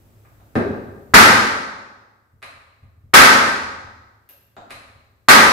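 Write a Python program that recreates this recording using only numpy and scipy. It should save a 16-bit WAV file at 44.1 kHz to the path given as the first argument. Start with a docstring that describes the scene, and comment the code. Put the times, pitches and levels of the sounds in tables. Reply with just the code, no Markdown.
"""Hammering an upturned office chair

In a bare, tiled room, a hammer strikes the chair's metal base three times, slightly left of a close pair of
microphones. Before the first blow the chair thuds once, and its castors and fittings knock and tick as it is
handled. Hard walls draw every contact into a long wash. The blows overload the microphones, whose gain control
drops and recovers slowly, so the background sinks after the first."""
import sys
import numpy as np
from scipy import signal
from scipy.fft import rfft, irfft
from scipy.io import wavfile

SR = 44100
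rng = np.random.default_rng(int(sys.argv[2]) if len(sys.argv) > 2 else 0)


def log_audio(samples):
    """Write samples as a 16-bit WAV file to the path given in sys.argv[1]."""
    # one column per channel
    frames = np.atleast_2d(samples).T
    # limit to full scale, then quantise
    limited = np.clip(frames, -1, 1)
    pcm = np.round(limited * 32767).astype(np.int16)
    wavfile.write(sys.argv[1], SR, pcm)


N = 243431

# Blows on the upturned base. Each row: start in seconds, level, bass and treble in dB,
# ring of the struck spot in Hz, direct sound at the microphones in dB.
BLOW_HITS = [(1.1408, 5, -1.5, 5.5, 1284, -6.5), (3.138, 4.5, -4, 6, 1266, -21),
             (5.286, 1, -4, 5, 1177, -4)]
# The crack of steel on the base. Each row: frequency in Hz, level in dB.
CRACK_SPECTRUM = [(30, -19), (90, -10), (150, -9), (230, -1.5), (400, -5), (700, -7.5), (1200, -1.5),
                  (2000, -2.5), (3000, -13), (4500, -15.5), (8000, -24), (11000, -23.5), (15500, -31.5)]
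# The base ringing. Each row: pitch in Hz, level in dB, seconds to fall 60 dB.
BASE_RING = [(352, -10.5, 0.08), (563, -5, .15), (870, -1.5, 0.018), (915, -2.5, 0.073), (1132, 3, 0.3),
             (1260, 0.5, 0.045), (1450, -5.5, 0.045), (1548, 6, 0.085), (1624, 0.5, 0.084),
             (1826, -1.5, 0.066), (1940, -0.5, 0.073), (2350, -11, 0.042), (4160, -15, 0.034),
             (5060, -16, 0.034)]


def hammer(spot_db=2, spot_t60_s=0.017, lead_s=0.0032, onset_db=-34, onset_hz=1900):
    """Steel lands on the metal base: the struck spot rings briefly, the whole base longer."""
    out = np.zeros(N)
    soften = signal.butter(4, onset_hz, fs=SR, output="sos")
    for s, db, bass_db, treble_db, spot_hz, direct_db in BLOW_HITS:
        modes = list(BASE_RING) + [(spot_hz, spot_db, spot_t60_s)]
        clang = undb(db) * impact(CRACK_SPECTRUM, modes, bass_db, treble_db)
        blow = np.zeros(N)
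        # a faint, dull onset comes just before each blow
        add(blow, s - lead_s, undb(onset_db) * signal.sosfilt(soften, clang))
        add(blow, s, clang)
        # the chair is shifted between blows, so each has its own reflections
        out = out + room(blow, direct_db, build_s=0.0038, early_db=-26.5)
    return out


# Soft bumps as the chair tips, down at the floor. Each row: start in seconds, level in dB.
FLOOR_BUMPS = [(0.882, -34), (2.33, -24), (2.826, -16.5), (3.631, -16.5), (4.74, -24.5)]
# The dull thud and the boom of a bump. Each row: frequency in Hz, level in dB.
THUD_SPECTRUM = [(30, -22), (90, -7), (160, -3), (250, -3), (320, -4.5), (420, -3), (520, -8), (700, -11),
                 (1000, -19), (1700, -21.5), (3000, -39), (4800, -42.5), (7000, -51.5), (11000, -52.5),
                 (15000, -62.5)]
BOOM_SPECTRUM = [(30, -11), (75, 0.5), (120, -2.5), (200, -20), (600, -35), (2000, -61.5)]
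# The frame ringing after the thud. Each row: pitch in Hz, level in dB, seconds to fall 60 dB.
FRAME_RING = [(384, 0, .05), (1200, -13, 0.04), (1597, -10, 0.051), (1790, -12, 0.13), (2090, -23.5, .04),
              (2550, -26.5, 0.017), (3930, -36.5, 0.0079)]


def chair_on_floor(thud_s=0.5538, thud_db=-5, rock_back_s=0.21, rock_back_db=-1.5):
    """The chair thuds once on the floor, then tips and bumps softly, rocking back after each bump."""
    out = np.zeros(N)
    add(out, thud_s, undb(thud_db) * impact(THUD_SPECTRUM, FRAME_RING, bend_s=0.0014))
    boom = impact(BOOM_SPECTRUM)
    for s, db in FLOOR_BUMPS:
        add(out, s, undb(db) * boom)
        add(out, s + rock_back_s, undb(db + rock_back_db) * boom)
    # contacts on the floor get stronger early reflections than those up on the base
    return room(out, direct_db=-13, build_s=0.0014, early_db=-5.5)


# Castors and fittings, up on the base. 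Each row: start in seconds, level, bass and treble in dB.
CLACK_HITS = [(0.25, -49, -4, -29), (2.4265, -24, -0.5, 2.5), (2.83, -47.5, 3, -9.5),
              (4.7058, -30, 9, 10.5)]
# Hollow knocks as the hammer is moved against the chair. Each row: start in seconds, level in dB.
HOLLOW_HITS = [(.40, -50.5), (4.5656, -22.5)]
# The contact of a clack, a hollow knock and a tick. Each row: frequency in Hz, level in dB.
CLACK_SPECTRUM = [(60, -9.5), (350, -12), (800, -4.5), (1600, 0), (2500, -2), (3300, -12.5), (4300, -14.5),
                  (6000, -23.5), (11000, -21), (15000, -41)]
HOLLOW_SPECTRUM = [(60, -10), (250, -6), (450, -15), (1400, -6.5), (2200, -21), (4500, -25.5),
                   (5700, -37.5), (7200, -27), (9000, -45.5), (15000, -57)]
TICK_SPECTRUM = [(100, -13), (600, -3.5), (1600, -4), (4000, -8.5), (8000, -14.5), (13600, -9),
                 (15500, -12)]
# The ring of the plastic shells, a hollow knock and the thin tick.
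# Each row: pitch in Hz, level in dB, seconds to fall 60 dB.
SHELL_RING = [(616, 0, 0.029), (1065, 1, 0.034), (1210, 5, 0.032), (2270, -7, .01), (4050, -6, 0.0083)]
HOLLOW_RING = [(366, -3.5, 0.12), (726, 2.5, 0.012), (1360, -5.5, 0.025), (3750, -15, .014)]
TICK_RING = [(560, 11, 0.22), (1600, 4, 0.08), (2760, 4, 0.027), (10530, -1, .015), (12920, 15, 0.012)]


def fittings(tick_s=4.290, tick_db=-40.5, bend_s=0.0017, lead_s=0.0074, touch_db=-10, dull_db=-7):
    """Light contacts travel along a leg: a metal-on-metal tick, hollow knocks and plastic clacks."""
    out = np.zeros(N)
    add(out, tick_s, undb(tick_db) * impact(TICK_SPECTRUM, TICK_RING, bend_s=bend_s))
    for s, db in HOLLOW_HITS:
        add(out, s, undb(db) * impact(HOLLOW_SPECTRUM, HOLLOW_RING, bend_s=bend_s))
    for s, db, bass_db, treble_db in CLACK_HITS:
        # a loose fitting touches, softer and duller, just before it seats
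        touch = impact(CLACK_SPECTRUM, SHELL_RING, bass_db, treble_db + dull_db, bend_s)
        seat = impact(CLACK_SPECTRUM, SHELL_RING, bass_db, treble_db, bend_s)
        add(out, s - lead_s, undb(db + touch_db) * touch)
        add(out, s, undb(db) * seat)
    return room(out, direct_db=-12.5, build_s=0.00092, early_db=-12.5)


def impact(spectrum, modes=(), bass_db=0, treble_db=0, bend_s=0, size=16384):
    """One contact: a coloured click plus ringing modes, tilted by where and how hard it lands."""
    hz = np.fft.rfftfreq(size, 1 / SR)
    power = undb(on_log(spectrum, hz)) ** 2
    for mode_hz, db, t60 in modes:
        width_hz = np.log(1000) / (np.pi * t60)
        resonance = undb(db) ** 2 / (1 + (2 * (hz - mode_hz) / width_hz) ** 2)
        # a mode only counts near its own pitch
        power = power + resonance / (1 + (2 * (hz - mode_hz) / mode_hz) ** 2)
    tilt = undb(bass_db / (1 + (hz / 600) ** 2) + treble_db / (1 + (3000 / (hz + 1)) ** 2))
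    # minimum phase: nothing sounds before the contact
    cepstrum = irfft(np.log(np.sqrt(power) * tilt))
    cepstrum[1:size // 2] *= 2
    cepstrum[size // 2 + 1:] = 0
    # bending waves carry the treble faster than the bass; 1 kHz arrives bend_s late
    lag = 4 * np.pi * bend_s * np.sqrt(1000 * hz)
    fade = np.cos(np.linspace(0, np.pi / 2, size))
    return irfft(np.exp(rfft(cepstrum) - 1j * lag)) * fade


# Reverberation off the tiled walls. Each row: frequency in Hz, seconds to fall 60 dB.
WALL_DECAY = [(60, 1.15), (250, 0.98), (600, 1.058), (1300, 1.032), (2000, 0.96), (3000, 0.87),
              (4500, 1.025)]
# Standing waves between the walls. Each row: pitch in Hz, level in dB.
STANDING_WAVES = [(80, 4.5), (102, 10), (135, -1), (211, 11), (234, 6), (265, 9.5), (410, 6), (542, 8)]


def room(dry, direct_db, build_s, early_db, early_s=0.045, sparse_hz=230, sparse_db=-4):
    """Direct sound, standing waves in the bass, and wall reflections that die soonest in the treble."""
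    size, bands = 65536, 18
    air_loss_hz = 13800  # here the air itself takes 60 dB a second
    t = np.arange(size) / SR
    hz, field = diffuse_field(size)
    # in the bass the reflections thin out into single standing waves
    field = field * undb(sparse_db / (1 + (hz / sparse_hz) ** 2))
    centres = np.geomspace(50, 16000, bands)
    tail = 0
    for centre, share in zip(centres, np.eye(bands)):
        band = irfft(field * on_log(np.c_[centres, share], hz), size)
        decay = np.log(1000) * (1 / on_log(WALL_DECAY, centre) + (centre / air_loss_hz) ** 2)
        tail = tail + band * np.exp(-decay * t)
    # the nearest wall and the floor answer first and strongest
    tail = tail * (1 - np.exp(-t / build_s)) * (1 + undb(early_db) * np.exp(-t / early_s))
    response = tail / np.sqrt(.07 * SR)
    for wave_hz, db in STANDING_WAVES:
        decay = np.log(1000) / on_log(WALL_DECAY, wave_hz)
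        wave = np.sin(2 * np.pi * (wave_hz * t + rng.random()))
        response += undb(db) * 2 * decay / SR * np.exp(-decay * t) * wave
    response[:, 0] += undb(direct_db)
    return signal.fftconvolve(dry[None], response, axes=1)[:, :N]


# How alike the room sounds at the two microphones. Each row: frequency in Hz, correlation.
PAIR_CORRELATION = [(30, 0.4), (110, 1), (250, .6), (500, 0.79), (1000, -.2), (2500, 0.025)]


def diffuse_field(size):
    """Spectra of white diffuse sound at two close microphones: alike in the bass, unrelated above."""
    hz = np.fft.rfftfreq(size, 1 / SR)
    alike = np.clip(on_log(PAIR_CORRELATION, hz), -.99, .99)
    mid, side = rfft(rng.standard_normal((2, size)))
    mid, side = mid * np.sqrt((1 + alike) / 2), side * np.sqrt((1 - alike) / 2)
    return hz, np.array([mid + side, mid - side])


# Room tone all round the microphones, rumble and hiss. 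Each row: frequency in Hz, level in dB.
RUMBLE_SPECTRUM = [(25, -22), (50, -5), (75, -0.5), (88, -10.5), (103, 6), (125, -7.5), (160, -12.5),
                   (400, -17), (800, -24), (2000, -33), (5000, -48), (15000, -49.5)]
HISS_SPECTRUM = [(1000, 1), (4000, -3.5), (7850, -3.5), (7970, 5.5), (8100, -4.5), (10000, -5.5),
                 (12500, 1.5), (15500, -0.5)]


def room_tone(rumble_db=-51, hiss_db=-63):
    """Steady low building rumble and a faint hiss with a thin whine in it."""
    out = 0
    for spectrum, db in ((RUMBLE_SPECTRUM, rumble_db), (HISS_SPECTRUM, hiss_db)):
        hz, field = diffuse_field(N)
        noise = irfft(field * undb(on_log(spectrum, hz)), N)
        out = out + noise / noise.std() * undb(db)
    return out


def gain_control(x, threshold_db=0.57, sense_s=0.046, recover_db_per_s=1):
    """The gain drops at once by as much as the level passes the threshold, then creeps back up."""
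    keep = np.exp(-1 / (sense_s * SR))
    power = signal.lfilter([1 - keep], [1, -keep], np.mean(x ** 2, axis=0))
    over_db = 10 * np.log10(np.maximum(power / undb(threshold_db) ** 2, 1))
    recovered_db = recover_db_per_s * np.arange(N) / SR
    cut_db = np.maximum.accumulate(over_db + recovered_db) - recovered_db
    return x * undb(-cut_db)


def undb(db):
    """Decibels to gain."""
    return 10 ** (np.asarray(db) / 20)


def on_log(points, hz):
    """Read (Hz, value) points on a log-frequency axis."""
    point_hz, value = np.transpose(points)
    return np.interp(np.log(np.maximum(hz, 1)), np.log(point_hz), value)


def add(track, s, sound):
    """Mix a sound into a track at s seconds."""
    start = int(s * SR)
    track[start:start + len(sound)] += sound[:len(track) - start]


def scene(hammer_db=57.0, handling_db=43, balance_db=0.3):
    """Blows and handling, slightly left of the microphones, over the room tone."""
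    contacts = undb(hammer_db) * hammer() + undb(handling_db) * (chair_on_floor() + fittings())
    return contacts * undb([[balance_db], [-balance_db]]) + room_tone()


def record(dry, knee=2.7, headroom_db=0.84, top_hz=15500):
    """Gain control ducks all after a blow; peaks are rounded, the top is cut and full scale clips."""
    held = gain_control(dry)
    rounded = held / (1 + np.abs(held / undb(headroom_db)) ** knee) ** (1 / knee)
    low_pass = signal.ellip(8, .2, 70, top_hz, fs=SR, output="sos")
    return np.clip(signal.sosfilt(low_pass, rounded), -1, 1)


dry = scene()
out = record(dry)
log_audio(out)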